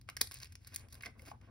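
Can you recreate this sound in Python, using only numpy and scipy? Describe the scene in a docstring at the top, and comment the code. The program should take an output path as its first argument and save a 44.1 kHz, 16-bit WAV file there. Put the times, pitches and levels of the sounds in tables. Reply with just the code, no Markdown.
"""Tiny dry clicks over a low room rumble: two large stag beetles wrestle on a log in a quiet room,
close to a stereo microphone pair. Claws and jaws snap on the bark in bursts of fractures and scrape
across it, sticking and slipping, and bodies rub dully on the log. One beetle is thrown off and knocks
against the wood on its way down. The small room adds a short tail to every contact."""
import sys
import numpy as np
from scipy import signal
from scipy.fft import rfft, irfft, next_fast_len
from scipy.io import wavfile

SR = 44100
rng = np.random.default_rng(int(sys.argv[2]) if len(sys.argv) > 2 else 0)


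def persist_wave(psi):
    """Save psi, clipped to +-1, as 16-bit WAV."""
    counts = np.round(np.clip(psi, -1, 1) * 32767).astype(np.int16)
    wavfile.write(sys.argv[1], SR, np.atleast_2d(counts).T)


N = 66150


def amp(db):
    """Decibels to gain."""
    return 10 ** (np.asarray(db) / 20)


def unit(x):
    """Scales to rms 1."""
    return x / np.sqrt(np.mean(x ** 2) + 1e-30)


def read(points, hz):
    """Reads a table on a log-frequency axis."""
    freqs, values = np.transpose(points)
    return np.interp(np.log(hz + 1), np.log(freqs + 1), values)


def add(mix, start_s, sound):
    """Adds a sound into the mix at its start time."""
    part = mix[max(round(start_s * SR), 0):][:len(sound)]
    part += sound[:len(part)]


def colour(x, points, size=2048):
    """Minimum-phase filter with the given spectrum: nothing rings ahead of an attack."""
    hz = abs(np.fft.fftfreq(size, 1 / SR))
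    log_gain = np.log(amp(read(points, hz)))
    taps = np.fft.ifft(np.exp(np.conj(signal.hilbert(log_gain)))).real
    return signal.fftconvolve(x, taps[:size // 2])


def diffuse(pair):
    """Makes two unrelated signals as alike as diffuse sound is at the two microphones."""
    # Likeness of left and right: freq_hz, coherence
    likeness = [(60, .995), (130, .95), (300, .55), (700, .1), (4500, .15), (7000, .9), (16000, .85)]
    size = pair.shape[1]
    left, other = rfft(pair)
    coherence = read(likeness, np.fft.rfftfreq(size, 1 / SR))
    right = coherence * left + np.sqrt(1 - coherence ** 2) * other
    return irfft(np.array([left, right]), size)


def room_tone(rumble_db=-59.5):
    """Low rumble from all round the room, with a faint hum in it."""
    # Spectrum of the rumble: freq_hz, relative_db
    rumble_shape = [(18, -45), (32, -10.5), (48, -4), (80, 1), (120, -3.5), (165, -15.5), (270, -18.5),
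                    (400, -30), (800, -36), (2000, -42.5), (5000, -44.5), (9000, -51.5), (16000, -54)]
    # Steady tones of the hum: pitch_hz, level_db
    hum_tones = [(80, -70), (98, -68), (120, -69)]
    gain = amp(read(rumble_shape, np.fft.rfftfreq(N, 1 / SR)))
    rumble = irfft(rfft(rng.standard_normal((2, N))) * gain, N)
    t = np.arange(N) / SR
    hum = sum(amp(db) * np.sqrt(2) * np.sin(2 * np.pi * (hz * t + rng.random())) for hz, db in hum_tones)
    return amp(rumble_db) * unit(diffuse(rumble)) + hum


def bark(drives, span_s, db, body_db, treble_db):
    """Bark fractures: a dry crack at db (rms over the span), with woody body and treble relative to it."""
    # Spectra of the three parts of a fracture: freq_hz, gain_db
    body = [(100, -26.5), (300, -9.5), (700, -6), (1200, -5), (1700, -1), (2350, 2.5), (3100, -4),
            (4500, -24.5), (9000, -48.5)]
    crack = [(500, -38), (2400, -17.5), (3400, -11), (4200, -4), (5100, 0.5), (6200, -8), (7500, -9),
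             (11000, -20.5), (17000, -39)]
    treble = [(1000, -46), (5000, -12), (7000, -4.5), (8200, -3), (9200, -3.5), (11000, 0.5), (13000, 0.5),
              (14200, -4.5), (15600, -5), (17000, -22.5)]
    sound = 0
    for drive, spectrum, part_db in zip(drives, (body, crack, treble), (body_db, 0, treble_db)):
        part = colour(drive, spectrum)
        sound += amp(part_db) * part / (np.linalg.norm(part) + 1e-20)
    return amp(db) * np.sqrt(span_s * SR) * sound


def claw_clicks(rise_share=0.33, spread_db=4, size=1024):
    """A claw or jaw breaks loose: a burst of tiny fractures swells and dies within milliseconds."""
    # Snaps on the bark: start_s, length_s, level_db, body_db, treble_db
    snaps = [ (0.0133, .0011, -64, -6.5, -2), (0.0885, 0.0023, -52, 7, -8), (0.0984, 0.002, -53, 1.5, 1.5),
             (0.1667, 0.0028, -42, -7.5, -5.5), (0.1709, 0.0012, -49, 1.5, -1),
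             (.2098, 0.0015, -50.5, 7, 5), (.2120, 0.0019, -35, -4.5, 3.5), (0.2132, 0.0019, -26.5, -12, 0),
             (0.2158, 0.0023, -41.5, -3, 7), (0.2726, 0.00046, -50, -11, -0.5),
             (0.312, 0.0016, -50.5, -2.5, -2), (0.3176, 0.0045, -50.5, -4, 1.5),
             (0.3427, 0.0006, -60.5, -4, 15.5), (0.3476, .0008, -61, -6, -9),
             (0.3562, 0.00076, -56.5, -10, -9), (0.371, 0.0027, -56.5, -14, -14),
             (0.3745, 0.0014, -62, -4, -6), (0.3875, 0.0012, -58.5, -10, -5),
             (0.4018, 0.00084, -54, -13, -7), (.4218, 0.0009, -57.5, -13, 0),
             (0.4267, 0.0012, -54.5, -2.5, -5), (0.4309, 0.0023, -45.5, -8, -7.5),
             (0.4445, .0026, -57, -6, 1), (0.45, 0.0014, -68, -1.5, -7), (0.4563, 0.00042, -58.5, -1.5, -3),
             (0.471, .0017, -63.5, -2, -8), (.5215, 0.0055, -60.5, -2, 0), (.5535, .002, -51, -4, -6.5),
             (.6475, 0.00071, -60.5, -6, -14), (.6714, 0.0014, -57, -5.5, 2), (.6750, 0.0014, -59, -7.5, 8),
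             (0.7418, 0.0039, -52, -7, -1), (0.7464, 0.0018, -49.5, -12, 2.5),
             (.7604, 0.0017, -48, -2.5, 12.5), (0.764, 0.0028, -58, 3, 2), (0.795, 0.0012, -62.5, -12, -1),
             (0.8852, .002, -66.5, -4, -2), (0.9247, 0.0032, -55.5, -10, -4),
             (0.9274, 0.005, -56, -11, 2.5), (0.9429, .0025, -56, -15, 1.5),
             (.9528, 0.0012, -60.5, -2, 3.5), (1.007, 0.0059, -58.5, 5, -12),
             (1.0223, 0.0038, -59.5, -1, 5), (1.034, 0.0024, -61, -2, -4), (1.049, 0.0032, -63, 4, 2),
             (1.0584, 0.0038, -47.5, -2, -9), (1.0645, .0025, -53.5, 6, -10), (1.194, .003, -66.5, 5, -1),
             (1.2190, .003, -68, 1.5, 6.5), (1.3115, .006, -66, 5, -7.5), (1.4125, .004, -71.5, 4.5, -8)]
    out = np.zeros(N)
    for start_s, length_s, db, body_db, treble_db in snaps:
        age = np.arange(size) / SR / (length_s * rise_share)  # the swell peaks at 1
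        burst = age * np.exp(-age) * amp(spread_db * rng.standard_normal(size))
        drives = burst * rng.standard_normal((3, size))
        add(out, start_s, bark(drives, span_s=0.004, db=db, body_db=body_db, treble_db=treble_db))
    return out


def stick_slip(length_s, db, grains_per_s=650, spread_db=3.5, hiss_gain=0.35, fade_share=0.25):
    """Stick-slip grains over a fine hiss, fading in and out; the firmer the stroke, the more it crackles."""
    progress = np.arange(0, length_s, 1 / SR) / length_s
    firmness = np.clip((db + 78) / 14, 0, 1)  # only hiss below -78 dB, full crackle 14 dB higher
    slips = rng.random(N) < grains_per_s / SR
    sizes = amp(spread_db * np.minimum(rng.exponential(1, N), 3))
    grains = unit(slips * sizes * rng.choice([-1, 1], (3, N)))
    drives = firmness * grains + hiss_gain * rng.standard_normal((3, N))
    fade = np.minimum(np.minimum(progress, 1 - progress) / fade_share, 1)
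    return drives[:, :len(progress)] * fade


def bark_scrapes():
    """Stick-slip scrapes on the bark, and a faint dull rush just before the loudest snap."""
    # Scrapes on the bark, and the dull rush (second row): start_s, length_s, level_db, body_db, treble_db
    scrapes = [(0.073, 0.027, -77.5, 4, -6), (.185, 0.039, -69, 0, -28), (0.309, .085, -62.5, -3, -9),
               (.39, 0.087, -65.5, 0, -12), (0.481, 0.069, -83.5, 4.5, -4), (0.601, 0.056, -80, 0, -3),
               (.645, 0.087, -74, 2, -11), (.714, .045, -67, 2, -4), (0.766, 0.059, -71.5, 1, -5),
               (0.798, 0.071, -87, 13, -9), (0.894, 0.036, -74.5, -4, -2.5), (0.919, 0.085, -78, 4.5, 0.5),
               (1.025, .06, -66, 7, -5), (1.069, 0.052, -86, 10.5, 1), (1.166, 0.097, -79, 0.5, 2),
               (1.247, 0.052, -65, 1, -1.5), (1.285, 0.043, -70, 1, -2.5), (1.41, 0.081, -85, 8.5, -8.5)]
    out = np.zeros(N)
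    for start_s, length_s, db, body_db, treble_db in scrapes:
        add(out, start_s, bark(stick_slip(length_s, db), length_s, db, body_db, treble_db))
    return out


def shell_knocks(rise_s=0.00084, mode_spacing=0.22, neighbour_db=-6.5, size=4096):
    """Shell on wood rings hollow: one main mode with a weaker, quicker neighbour on each side."""
    # Knocks on the log: start_s, pitch_hz, level_db, t60_s
    knocks = [(.0886, 1277, -47, 0.014), (.0888, 2126, -47, 0.013), (0.1718, 1610, -50.5, 0.015),
              (.2128, 250, -48, .014), (0.3124, 332, -56, 0.013), (1.0348, 2127, -40, 0.015),
              (1.0475, 2035, -57, 0.015), (1.0592, 2097, -43, .022), (1.0660, 2073, -40, 0.017),
              (1.0665, 703, -55, 0.034), (1.1945, 2104, -53, 0.015), (1.2255, 520, -59.5, 0.031),
              (1.3156, 850, -44, .022)]
    t = np.arange(size) / SR
    attack = 1 - np.exp(-t / rise_s)
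    out = np.zeros(N)
    for start_s, hz, db, t60_s in knocks:
        fade = amp(-60 * t / t60_s)
        ratios = 1 + mode_spacing * rng.uniform(0.93, 1.24, 2) * [-1, 1]
        neighbours = sum(np.sin(2 * np.pi * (hz * ratio * t + rng.random())) for ratio in ratios)
        ring = np.sin(2 * np.pi * hz * t) + amp(neighbour_db) * np.sqrt(fade) * neighbours
        add(out, start_s, 2 * np.sqrt(2) * amp(db) * fade * attack * ring)
    return out


def body_rubs():
    """A body rubs on the log: stick-slip again, but dull and low."""
    # Rubs on the log: start_s, length_s, level_db
    rubs = [(.71, 0.049, -72), (.77, .13, -71), (.90, 0.16, -72), (1.048, 0.058, -65), (1.12, 0.18, -71),
            (1.265, 0.034, -60.5), (1.319, 0.048, -69), (1.401, 0.062, -71.5), (1.464, 0.046, -68)]
    # Spectrum of the rubbing: freq_hz, gain_db
    rub_shape = [(80, -15), (250, 7), (380, -4), (560, 0.5), (900, -2.5), (1500, -7.5), (2500, -20),
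                 (8000, -44.5)]
    out = np.zeros(N)
    for start_s, length_s, db in rubs:
        friction = stick_slip(length_s, db)[0]
        add(out, start_s, amp(db) * unit(colour(friction, rub_shape)))
    return out


def room_reflections(close, early_db=-8.5, early_decay_s=0.004, size=22050):
    """Quick scatter from the log and the table, then the short tail of a small room."""
    # Decay of the room: freq_hz, t60_s
    decay_times = [(300, 0.16), (1800, 0.31), (5000, 0.16), (10000, 0.3), (16000, 0.05)]
    # Strength of the tail: freq_hz, level_db
    tail_levels = [(300, -5), (1800, -11), (5000, -10), (10000, -13.5), (16000, -12.5)]
    t = np.arange(size) / SR
    hz, frame_s, bands = signal.stft(rng.standard_normal((2, size)), SR, nperseg=256)
    t60_s = read(decay_times, hz)[:, None]
    bands *= amp(read(tail_levels, hz)[:, None] - 60 * frame_s / t60_s)
    bands *= np.sqrt(2 * np.log(1000) / (t60_s * SR))  # a longer decay adds no energy
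    tail = signal.istft(bands, SR, nperseg=256)[1][:, :size] * np.minimum(t / 0.0045, 1)
    early = rng.standard_normal((2, size)) * np.exp(-t / early_decay_s) * np.minimum(t / 0.0014, 1)
    response = diffuse(tail + amp(early_db) * early / np.linalg.norm(early[0]))
    return signal.fftconvolve(close[None], response, axes=1)[:, :N]


def scene():
    """The beetles close up, with the room and its rumble behind them."""
    close = claw_clicks() + shell_knocks() + bark_scrapes() + body_rubs()
    return close + room_reflections(close) + room_tone()


def record(dry, cutoff_hz=16200):
    """The microphone pair: phase and level differ between left and right, and the top is cut off."""
    # Phase of left ahead of right: freq_hz, lead_rad
    phase_lead = [(200, 0), (500, -.9), (950, -1.4), (1400, 0), (2200, .8), (2900, 2.2), (3500, .8),
                  (4900, 0), (6000, 1.5), (6900, 3.05), (7800, 3.2), (9900, 6.2), (10800, 6.4),
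                  (13000, 9.35), (14200, 9.5), (16000, 12.4)]
    # Level of left over right: freq_hz, balance_db
    balance = [(30, -1), (120, 3), (350, 4.5), (700, 1), (1600, -3), (2900, 1), (4200, -1.5), (6500, 1),
               (16000, -0.5)]
    size = next_fast_len(N + 4096)
    hz = np.fft.rfftfreq(size, 1 / SR)
    left = amp(read(balance, hz) / 2) * np.exp(0.5j * read(phase_lead, hz))  # half to each side
    pair = irfft(rfft(dry, size) * np.array([left, 1 / left]), size)[:, :N]
    lowpass = signal.firwin(255, cutoff_hz, window=("kaiser", 9), fs=SR)
    return signal.oaconvolve(pair, lowpass[None], "same")


dry = scene()
out = record(dry)
persist_wave(out)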